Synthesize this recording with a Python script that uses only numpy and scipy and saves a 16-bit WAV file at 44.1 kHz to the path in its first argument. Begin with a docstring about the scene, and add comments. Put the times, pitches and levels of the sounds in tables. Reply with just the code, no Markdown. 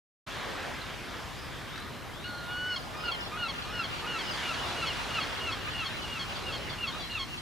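"""Wind and water rush over the low rumble of a town, swelling in gusts. Young gulls whistle far off and
a foot scuffs the stone. Then a gull on the harbour wall gives a long call: one held note and a run of
yelps that each crack into a lower voice. The call has one wide echo, and a second gull and a faint
colony join in. Each cry is a wavering tone, made by a vibrating membrane in the bird's voice box;
the wind, water, town and scuff are shaped noise."""
import sys
import numpy as np
from scipy import signal
from scipy.fft import rfft, irfft, next_fast_len
from scipy.io import wavfile
from scipy.ndimage import uniform_filter1d, map_coordinates

SR = 44100
rng = np.random.default_rng(int(sys.argv[2]) if len(sys.argv) > 2 else 0)


def put_to_file(sound):
    """Save the sound as 16-bit audio at rate SR, in the file named by the first command-line argument."""
    columns = np.atleast_2d(sound).T  # one column per channel
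    safe = np.clip(columns, -1, 1)
    whole_steps = np.round(safe * 32767)
    wavfile.write(sys.argv[1], SR, whole_steps.astype(np.int16))


N = 326781
TIME = np.arange(N) / SR


def amp(db):
    """Turn decibels into a gain."""
    return 10 ** (np.asarray(db) / 20)


def unit(x):
    """Scale to an average power of 1."""
    return x / np.sqrt(np.mean(x ** 2) + 1e-20)


def along(points, hz):
    """Read a (frequency, value) table at hz, on a log axis."""
    freqs, values = np.transpose(points)
    return np.interp(np.log(hz + 1), np.log(freqs + 1), values)


def curves(rows, at):
    """Join a table's rows with straight lines: one curve for each column after the first."""
    places, *columns = np.transpose(rows)
    return [np.interp(at, places, column) for column in columns]


def wobble(rate, n=N):
    """A smooth random curve with `rate` new values a second."""
    return map_coordinates(rng.standard_normal(int(n * rate / SR) + 4), [np.arange(n) * rate / SR])


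def filtered(x, response):
    """Scale each frequency in x by response(hz)."""
    size = next_fast_len(N + SR // 2)
    return irfft(rfft(x, size) * response(np.fft.rfftfreq(size, 1 / SR)), size)[..., :N]


def add(track, s, sound):
    """Mix a sound into a track at s seconds."""
    part = track[round(s * SR):][:len(sound)]
    part += sound[:len(part)]


def progress(length):
    """Go from 0 to 1 over `length` seconds."""
    return np.linspace(0, 1, round(length * SR))


def spread(x, width):
    """Make stereo: width 0 is centred, 0.5 is left, -0.5 is right."""
    mid, side = np.cos(width * np.pi / 2), np.sin(width * np.pi / 2)
    return x * np.array([[mid + side], [mid - side]])


# How alike the noise is in the two ears: f/Hz, likeness (1 = the same)
EAR_LIKENESS = [(40, .05), (120, 0.31), (300, 0.28), (700, 0.67), (1500, 0.84), (5000, 0.8), (9000, 0.67),
                (14000, 0.54)]

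def noise(spectrum, lo_hz, hi_hz, patchy_db):
    """A band of stereo noise in which patches drift louder and softer."""
    white = signal.stft(rng.standard_normal((2, N)), nperseg=512)[2]
    patches = uniform_filter1d(rng.standard_normal(white.shape[1:]), size=6, axis=0)
    patches = uniform_filter1d(patches, size=14, axis=1)
    pair = signal.istft(white * amp(patchy_db * unit(patches)), nperseg=512)[1][:, :N]

    def response(hz):
        band = ((1 + (lo_hz / (hz + 1)) ** 6) * (1 + (hz / hi_hz) ** 6)) ** -.5
        angle = np.arccos(np.clip(along(EAR_LIKENESS, hz), -1, 1)) / 2
        return band * amp(along(spectrum, hz)) * [np.cos(angle), np.sin(angle)]

    mid, side = filtered(pair, response)
    return unit(np.array([mid + side, mid - side]))


# The town's loudness: t/s, relative level/dB
TOWN_LEVELS = [(0.5, -49.5), (3.46, -49), (3.82, -47.5), (5.9, -47), (7.4, -47.5)]
# Its tone colour: f/Hz, relative level/dB
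TOWN_SPECTRUM = [(13, -41), (22, -18), (43, -2.5), (81, -2.5), (113, -1), (226, -6.5), (400, -7),
                 (520, -13), (880, -120)]

def town_rumble():
    """The town makes a low, nearly steady rumble."""
    level_db = curves(TOWN_LEVELS, TIME)[0] + 3 + .28 * wobble(7.4)
    return amp(level_db) * noise(TOWN_SPECTRUM, 28, 330, patchy_db=.1)


# The rush in three bands: t/s, then relative level/dB of body (low), wash (middle), spray (high)
RUSH_LEVELS = [(0.28, -46, -46.5, -57), (0.38, -43.5, -44.5, -55.5), (0.7, -44, -46, -56.5),
               (0.92, -48.5, -47, -58), (1.33, -49, -49, -57), (1.62, -49.5, -49.5, -59),
               (2.1, -49, -51.5, -61.5), (2.52, -47.5, -51.5, -59.5), (2.77, -47.5, -51, -58),
               (2.97, -46, -50, -59), (3.74, -47, -47.5, -57.5), (4.1, -44.5, -45.5, -55),
               (4.39, -46, -41.5, -51), (4.6, -40.5, -42.5, -51), (5.03, -44.5, -42.5, -51.5),
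               (5.26, -43.5, -43, -53), (5.68, -47.5, -45.5, -55.5), (6.07, -48.5, -46.5, -54),
               (6.59, -45, -46.5, -56.5), (7.4, -53.5, -52, -57)]
# Tone colours of the rush and of the finest spray: f/Hz, relative level/dB
RUSH_SPECTRUM = [(120, -35), (200, 1.5), (310, -2.5), (371, -1.5), (471, -2), (554, -1.5), (858, -1.5),
                 (1590, -1.5), (2560, -5), (2900, -5.5), (3120, -5.5), (3420, -5), (4920, -10),
                 (8350, -23.5), (15500, -29)]
SIZZLE_SPECTRUM = [(8300, -14), (9600, 0), (11000, -14)]

def wind_and_water():
    """A broad rush that brightens in gusts, over a faint even hiss."""
    body_db, wash_db, spray_db = curves(RUSH_LEVELS, TIME)
    ripple_db = .21 * wobble(14)
    body = amp(body_db + 2 + ripple_db + .28 * wobble(8)) * noise(RUSH_SPECTRUM, 252, 1110, 1.5)
    wash = amp(wash_db + 4.5 + ripple_db) * noise(RUSH_SPECTRUM, 1034, 4000, patchy_db=1.82)
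    spray = amp(spray_db + 4.5 + ripple_db) * noise(RUSH_SPECTRUM, 5520, 9600, patchy_db=1)
    sizzle_db = -65 + 1.6 * (spray_db - spray_db.max())  # fine spray at the top of the gust
    sizzle = amp(sizzle_db) * noise(SIZZLE_SPECTRUM, 8000, 11500, patchy_db=1)
    hiss = amp(-61.5) * noise([(8000, .5), (15000, -6.5), (17000, -20)], 9400, 20000, patchy_db=1)
    return body + wash + spray + sizzle + hiss


def wind_buffet():
    """Deep, uneven puffs of wind, mostly on the left."""
    puffs = amp(-50 + 2.2 * wobble(5.5)) * noise([(25, -1), (100, 1)], 36, 89, patchy_db=-1)
    return puffs * amp([[0], [-14]])


def hollow_gust(peak_s=4.62, half_length_s=.16, db=-47):
    """The wind briefly sounds hollow at the top of the gust."""
    swell = np.exp(-.5 * ((TIME - peak_s) / half_length_s) ** 2)
    return amp(db) * swell * noise([(520, -14), (660, 0), (900, -10)], 500, 1000, patchy_db=1.5)


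# How long the walls ring: f/Hz, time to fade by 60 dB/s
WALL_DECAY = [(300, 0.2), (3000, 1), (9000, 0.061)]

def wall_reverb(x):
    """Stone walls scatter the sound into a fading tail, different in each ear."""
    hz, t, white = signal.stft(rng.standard_normal((2, SR // 2)), SR, nperseg=256)
    fade = amp(-60 * t / along(WALL_DECAY, hz)[:, None])
    tail = signal.istft(white * fade, SR, nperseg=256)[1]
    return signal.fftconvolve(x[None], tail / np.linalg.norm(tail[0]), axes=1)[:, :N]


def wide_echo(x, delay_s=.50077, db=-7):
    """The call returns once; flipping the wave in one ear makes it sound wide."""
    delayed = np.pad(x, (round(delay_s * SR), 0))[:N]
    return amp(db) * delayed * np.array([[1], [-1]])


def burst(lo_hz, hi_hz, fade_s):
    """A tiny impact: noise that starts at once and drops 60 dB in fade_s."""
    t = np.arange(SR // 10) / SR
    band = signal.butter(2, [lo_hz, hi_hz], "band", fs=SR, output="sos")
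    return unit(signal.sosfilt(band, rng.standard_normal(len(t)))) * amp(-60 * t / fade_s)


# The foot's small contacts: t/s, relative level/dB, knock f/Hz
FOOT_CONTACTS = [(1.7587, -31, 1660), (1.7778, -28, 1520), (1.7884, -32, 1980), (1.8233, -33, 2160),
                 (1.846, -36, 1220)]

def scuff(tick_s=1.8014, tick_hz=9500):
    """A foot scuffs the stone: dull knocks, each with a spit of grit, and one sharp tick."""
    out = np.zeros(N)
    for s, db, hz in FOOT_CONTACTS:
        knock = amp(-7.5) * burst(.8 * hz, 1.17 * hz, fade_s=.035)
        grit = amp(-11) * burst(2400, 4600, fade_s=.035)
        add(out, s, amp(db) * (knock + grit))
    add(out, tick_s, amp(-44) * burst(.85 * tick_hz, 1.18 * tick_hz, fade_s=.008))
    return out


def voice(pitch, harmonics_db, jitter=.0037, flutter_db=2.5, edge_s=.004, rasp=0):
    """An unsteady membrane sounds harmonics: tones at 1, 2, 3... 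times its pitch."""
    n = len(pitch)
    waver = 1 + jitter * (wobble(487, n) + .85 * wobble(70.5, n))
    phase = 2 * np.pi * np.cumsum(pitch * waver) / SR
    from_edge = np.minimum(np.arange(n), np.arange(n)[::-1])
    fade = np.sin(np.pi / 2 * np.clip(from_edge / (edge_s * SR), 0, 1))
    shared_flutter = wobble(100, n)
    note = np.zeros(n)
    for k, db in enumerate(harmonics_db, 1):
        flutter = unit(amp(flutter_db * (.8 * shared_flutter + .7 * wobble(170, n))))
        # rasp smears the tone into noise: 0 is pure, 1 is fully hoarse
        hoarse = np.sqrt(1 - rasp) + np.sqrt(rasp / 2) * (wobble(600, n) + 1j * wobble(600, n))
        note += amp(db) * flutter * np.imag(hoarse * np.exp(1j * k * phase))
    return np.sqrt(2) * fade * note


def colony(first_s=3.5, last_s=7.3, count=18):
    """Distant gulls give faint, falling yelps at random times."""
    out = np.zeros(N)
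    for when, size, height, faintness in rng.random((count, 4)):
        pitch = curves(YELP_SHAPE, progress(.041 + .079 * size))[0] * (.95 + .21 * height)
        harmonics_db = -56.5 - 6 * faintness + np.array([-4, 4, 2])
        cry = voice(pitch, harmonics_db, jitter=.01, flutter_db=3, edge_s=.015, rasp=.3)
        add(out, first_s + when * (last_s - first_s), cry)
    return out


def whistle(length, path_hz, db, rasp):
    """One tone gliding through a start, a middle and an end pitch."""
    pitch = np.polyval(np.polyfit([0, .5, 1], path_hz, 2), progress(length))
    return voice(pitch, [db], jitter=.002, flutter_db=3, edge_s=.025, rasp=rasp)


# Rising peeps: t/s, level/dB, starting f/Hz
RISING_PEEPS = [(1.655, -53.5, 2950), (2.11, -53, 2930), (3.34, -53, 3090), (4.56, -49, 3000),
                (5.8, -48.5, 2950), (6.905, -48, 3620)]
# High whistles that rise and fall: t/s, length/s, level/dB, rasp (0-1), pitch factor
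HIGH_ARCHES = [(1.36, .14, -57, .3, .99), (2.961, .15, -52, .1, .997), (2.66, .19, -54, .5, 1.02),
               (3.196, .11, -54.5, .5, 1.05), (3.68, .17, -54, .5, 1.05), (4.205, .17, -48, .2, 1.0)]
# Hoarse falling squeals: t/s, length/s, level/dB
FALLING_SQUEALS = [(.79, .11, -52), (2.341, 0.22, -50.5), (6.376, .2, -51), (7.094, .13, -46.5)]

def young_gulls(peep_end_hz=4114, arch_hz=(4820, 5080, 4230), squeal_hz=(4300, 3760, 3120)):
    """Young gulls whistle far off: peeps and arches to the left, squeals to the right."""
    peeps, arches, squeals = np.zeros((3, N))
    for s, db, start_hz in RISING_PEEPS:
        path_hz = start_hz + (peep_end_hz - start_hz) * np.array([0, .63, 1])
        add(peeps, s, whistle(.19, path_hz, db, rasp=.08))
    for s, length, db, rasp, height in HIGH_ARCHES:
        add(arches, s, whistle(length, height * np.array(arch_hz), db, rasp))
    for s, length, db in FALLING_SQUEALS:
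        add(squeals, s, whistle(length, squeal_hz, db, rasp=.8))
    return spread(peeps, .5) + spread(arches, .19) + spread(squeals, -.24)


# A yelp's basic pitch: progress (0-1), f/Hz
YELP_SHAPE = [(0, 1427), (.2, 1438), (.48, 1431), (.72, 1362), (1, 1266)]
# The swell of its upper harmonics: progress (0-1), relative level/dB
YELP_LEVELS = [(0, -5.5), (.28, 0.5), (.5, .5), (.68, 4.5), (.84, 0.5), (1, -2)]
THROAT_HZ, THROAT_WIDTH_HZ = 1335, 32  # where the throat rings, and how narrowly

def yelp(length, db, lowest_db, height, lateness, fall, throat_hz=THROAT_HZ):
    """A note that falls at its end; its lowest tone blooms as it nears the pitch the throat rings at."""
    u = progress(length)
    delayed = u ** lateness  # above 1, the fall comes later
    start_hz = YELP_SHAPE[0][1]
    bend_hz = curves(YELP_SHAPE, delayed)[0] - start_hz
    pitch = height * (start_hz + fall * bend_hz)
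    swell_db = curves(YELP_LEVELS, delayed)[0]
    bloom_db = -((pitch - throat_hz) / THROAT_WIDTH_HZ) ** 2
    third_db = lowest_db - 20.5 + 11 * u + swell_db  # the third harmonic grows through the note
    return voice(pitch, [db + lowest_db + bloom_db, db + swell_db, db + third_db], rasp=.03)


# A crack's basic pitch: progress (0-1), f/Hz
CRACK_SHAPE = [(0, 1112), (.4, 1093), (1, 1036)]
# Its swell: progress (0-1), relative level/dB
CRACK_LEVELS = [(0, -2), (.25, 2.5), (.55, 1.5), (.72, 0), (1, -4)]
# Its harmonics, lowest first: relative level/dB
CRACK_COLOUR = [-7.5, -7.5, 0.5, -3, -18.5, -23]

def crack(length, db, height=1, slide=0, rasp=.13):
    """The voice breaks to a lower note, rich in harmonics; a positive slide steepens its fall."""
    u = progress(length)
    swell_db = db + curves(CRACK_LEVELS, u)[0]
    pitch = height * curves(CRACK_SHAPE, u)[0] * (1 + slide * (.5 - u))
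    return voice(pitch, [swell_db + h for h in CRACK_COLOUR], jitter=.0079, rasp=rasp)


# The second gull's cries: crack t/s, yelp level/dB, crack level/dB
ANSWER_YELPS = [(4.32, -44, -55), (4.658, -42.5, -54), (4.925, -39.5, -55), (5.225, -45, -56),
                (5.769, -47, -54), (6.07, -44, -56), (6.346, -57, -51), (6.69, -51, -47.5),
                (6.995, -56, -47.5)]

def second_gull(yelp_s=.09, crack_s=.065, height=1.037):
    """A farther gull joins in with shorter, higher yelps; towards the end its cracks take over."""
    out = np.zeros(N)
    for s, db, crack_db in ANSWER_YELPS:
        add(out, s - yelp_s, yelp(yelp_s, db, lowest_db=-9, height=height, lateness=1.58, fall=.75))
        add(out, s, crack(crack_s, crack_db, height, slide=.015, rasp=.3))
    return out


# The opening note: t/s, f/Hz, then level/dB of harmonics 1, 2 and 3
HELD_NOTE = [(2.24, 1390, -57, -41, -52), (2.26, 1459, -43, -42, -48), (2.328, 1430, -42.5, -66, -52),
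             (2.472, 1414, -45, -56, -62), (2.496, 1440, -40, -44.5, -62),
             (2.578, 1462, -37.5, -40.5, -50.5), (2.694, 1491, -36.5, -37.5, -60),
             (2.73, 1453, -37, -34, -41), (2.757, 1406, -41, -45, -42)]
# The yelps: crack t/s, yelp length/s, crack length/s, yelp level/dB, crack level/dB, fall factor
YELP_RUN = [(3.112, 0.076, 0.047, -39.5, -40.5, 0.64), (3.481, 0.11, .038, -39.5, -40, .85),
            (3.835, .11, 0.033, -40, -41, .9), (4.185, 0.12, 0.038, -39.5, -40, 0.9),
            (4.536, 0.11, .03, -40.5, -43.5, 1.0), (4.857, 0.099, 0.042, -39.5, -38.5, 0.92),
            (5.201, 0.1, 0.044, -37, -40.5, 1.0), (5.515, 0.12, 0.037, -38.5, -41, 1.0),
            (5.842, .11, 0.0495, -38.5, -40.5, 1.0), (6.191, .11, .054, -41.5, -41.5, 0.95),
            (6.521, .08, .06, -40.5, -42.5, 0.96), (6.868, 0.086, .048, -37.5, -40.5, 0.97),
            (7.186, 0.091, 0.063, -37.5, -40, 1.05)]
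# Soft rising mews between yelps: t/s, length/s, level/dB
SOFT_MEWS = [(2.939, 0.11, -45), (3.307, 0.084, -42.5), (3.652, 0.068, -44.5), (4.018, 0.056, -42),
             (5.663, 0.047, -43), (6.93, 0.058, -44)]
# A mew's pitch: progress (0-1), f/Hz
MEW_SHAPE = [(0, 1196), (.6, 1242), (1, 1295)]
# Its harmonics, lowest first: relative level/dB
MEW_COLOUR = [0, -6, -17]

def long_call(mid_run_s=4.5):
    """The near gull holds a note, then yelps, with soft mews between; each loud note ends in a crack."""
    out = np.zeros(N)
    start_s, end_s = HELD_NOTE[0][0], HELD_NOTE[-1][0]
    pitch, *harmonics_db = curves(HELD_NOTE, np.arange(start_s, end_s, 1 / SR))
    add(out, start_s, voice(pitch, harmonics_db, jitter=.0028, flutter_db=.8))
    add(out, 2.758, crack(length=.0275, db=-38.5))
    for s, length, crack_s, db, crack_db, fall in YELP_RUN:
        late_s = s - mid_run_s  # later yelps are thinner and lower, and their cracks fall less
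        note = yelp(length, db, lowest_db=2.5 - 2.2 * late_s, height=1 - .00522 * late_s,
                    lateness=1 + .097 * late_s, fall=fall, throat_hz=THROAT_HZ - 25 * late_s)
        add(out, s - length, note)
        add(out, s, crack(crack_s, crack_db, slide=-.008 * late_s))
    for s, length, db in SOFT_MEWS:
        pitch = curves(MEW_SHAPE, progress(length))[0]
        add(out, s, voice(pitch, [db + h for h in MEW_COLOUR], edge_s=.014, rasp=.22))
    return out


def scene():
    """The calling gull straight ahead, with the others and the harbour all around."""
    near = long_call()
    far = young_gulls() + second_gull() + colony()
    reverb = wall_reverb(amp(-21) * near + amp(-11) * far[0])
    foot = scuff()
    background = wind_and_water() + town_rumble() + wind_buffet() + hollow_gust()
    return background + reverb + foot + far + wide_echo(near) + near


def record(dry):
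    """The sound starts after a moment of silence, with the very highest treble cut off."""
    start_s, top_hz = .268, 15450
    fade_in = np.clip((TIME - start_s) / .012 + .35, 0, 1)
    return filtered(dry * fade_in, lambda hz: hz < top_hz)


dry = scene()
out = record(dry)
put_to_file(out)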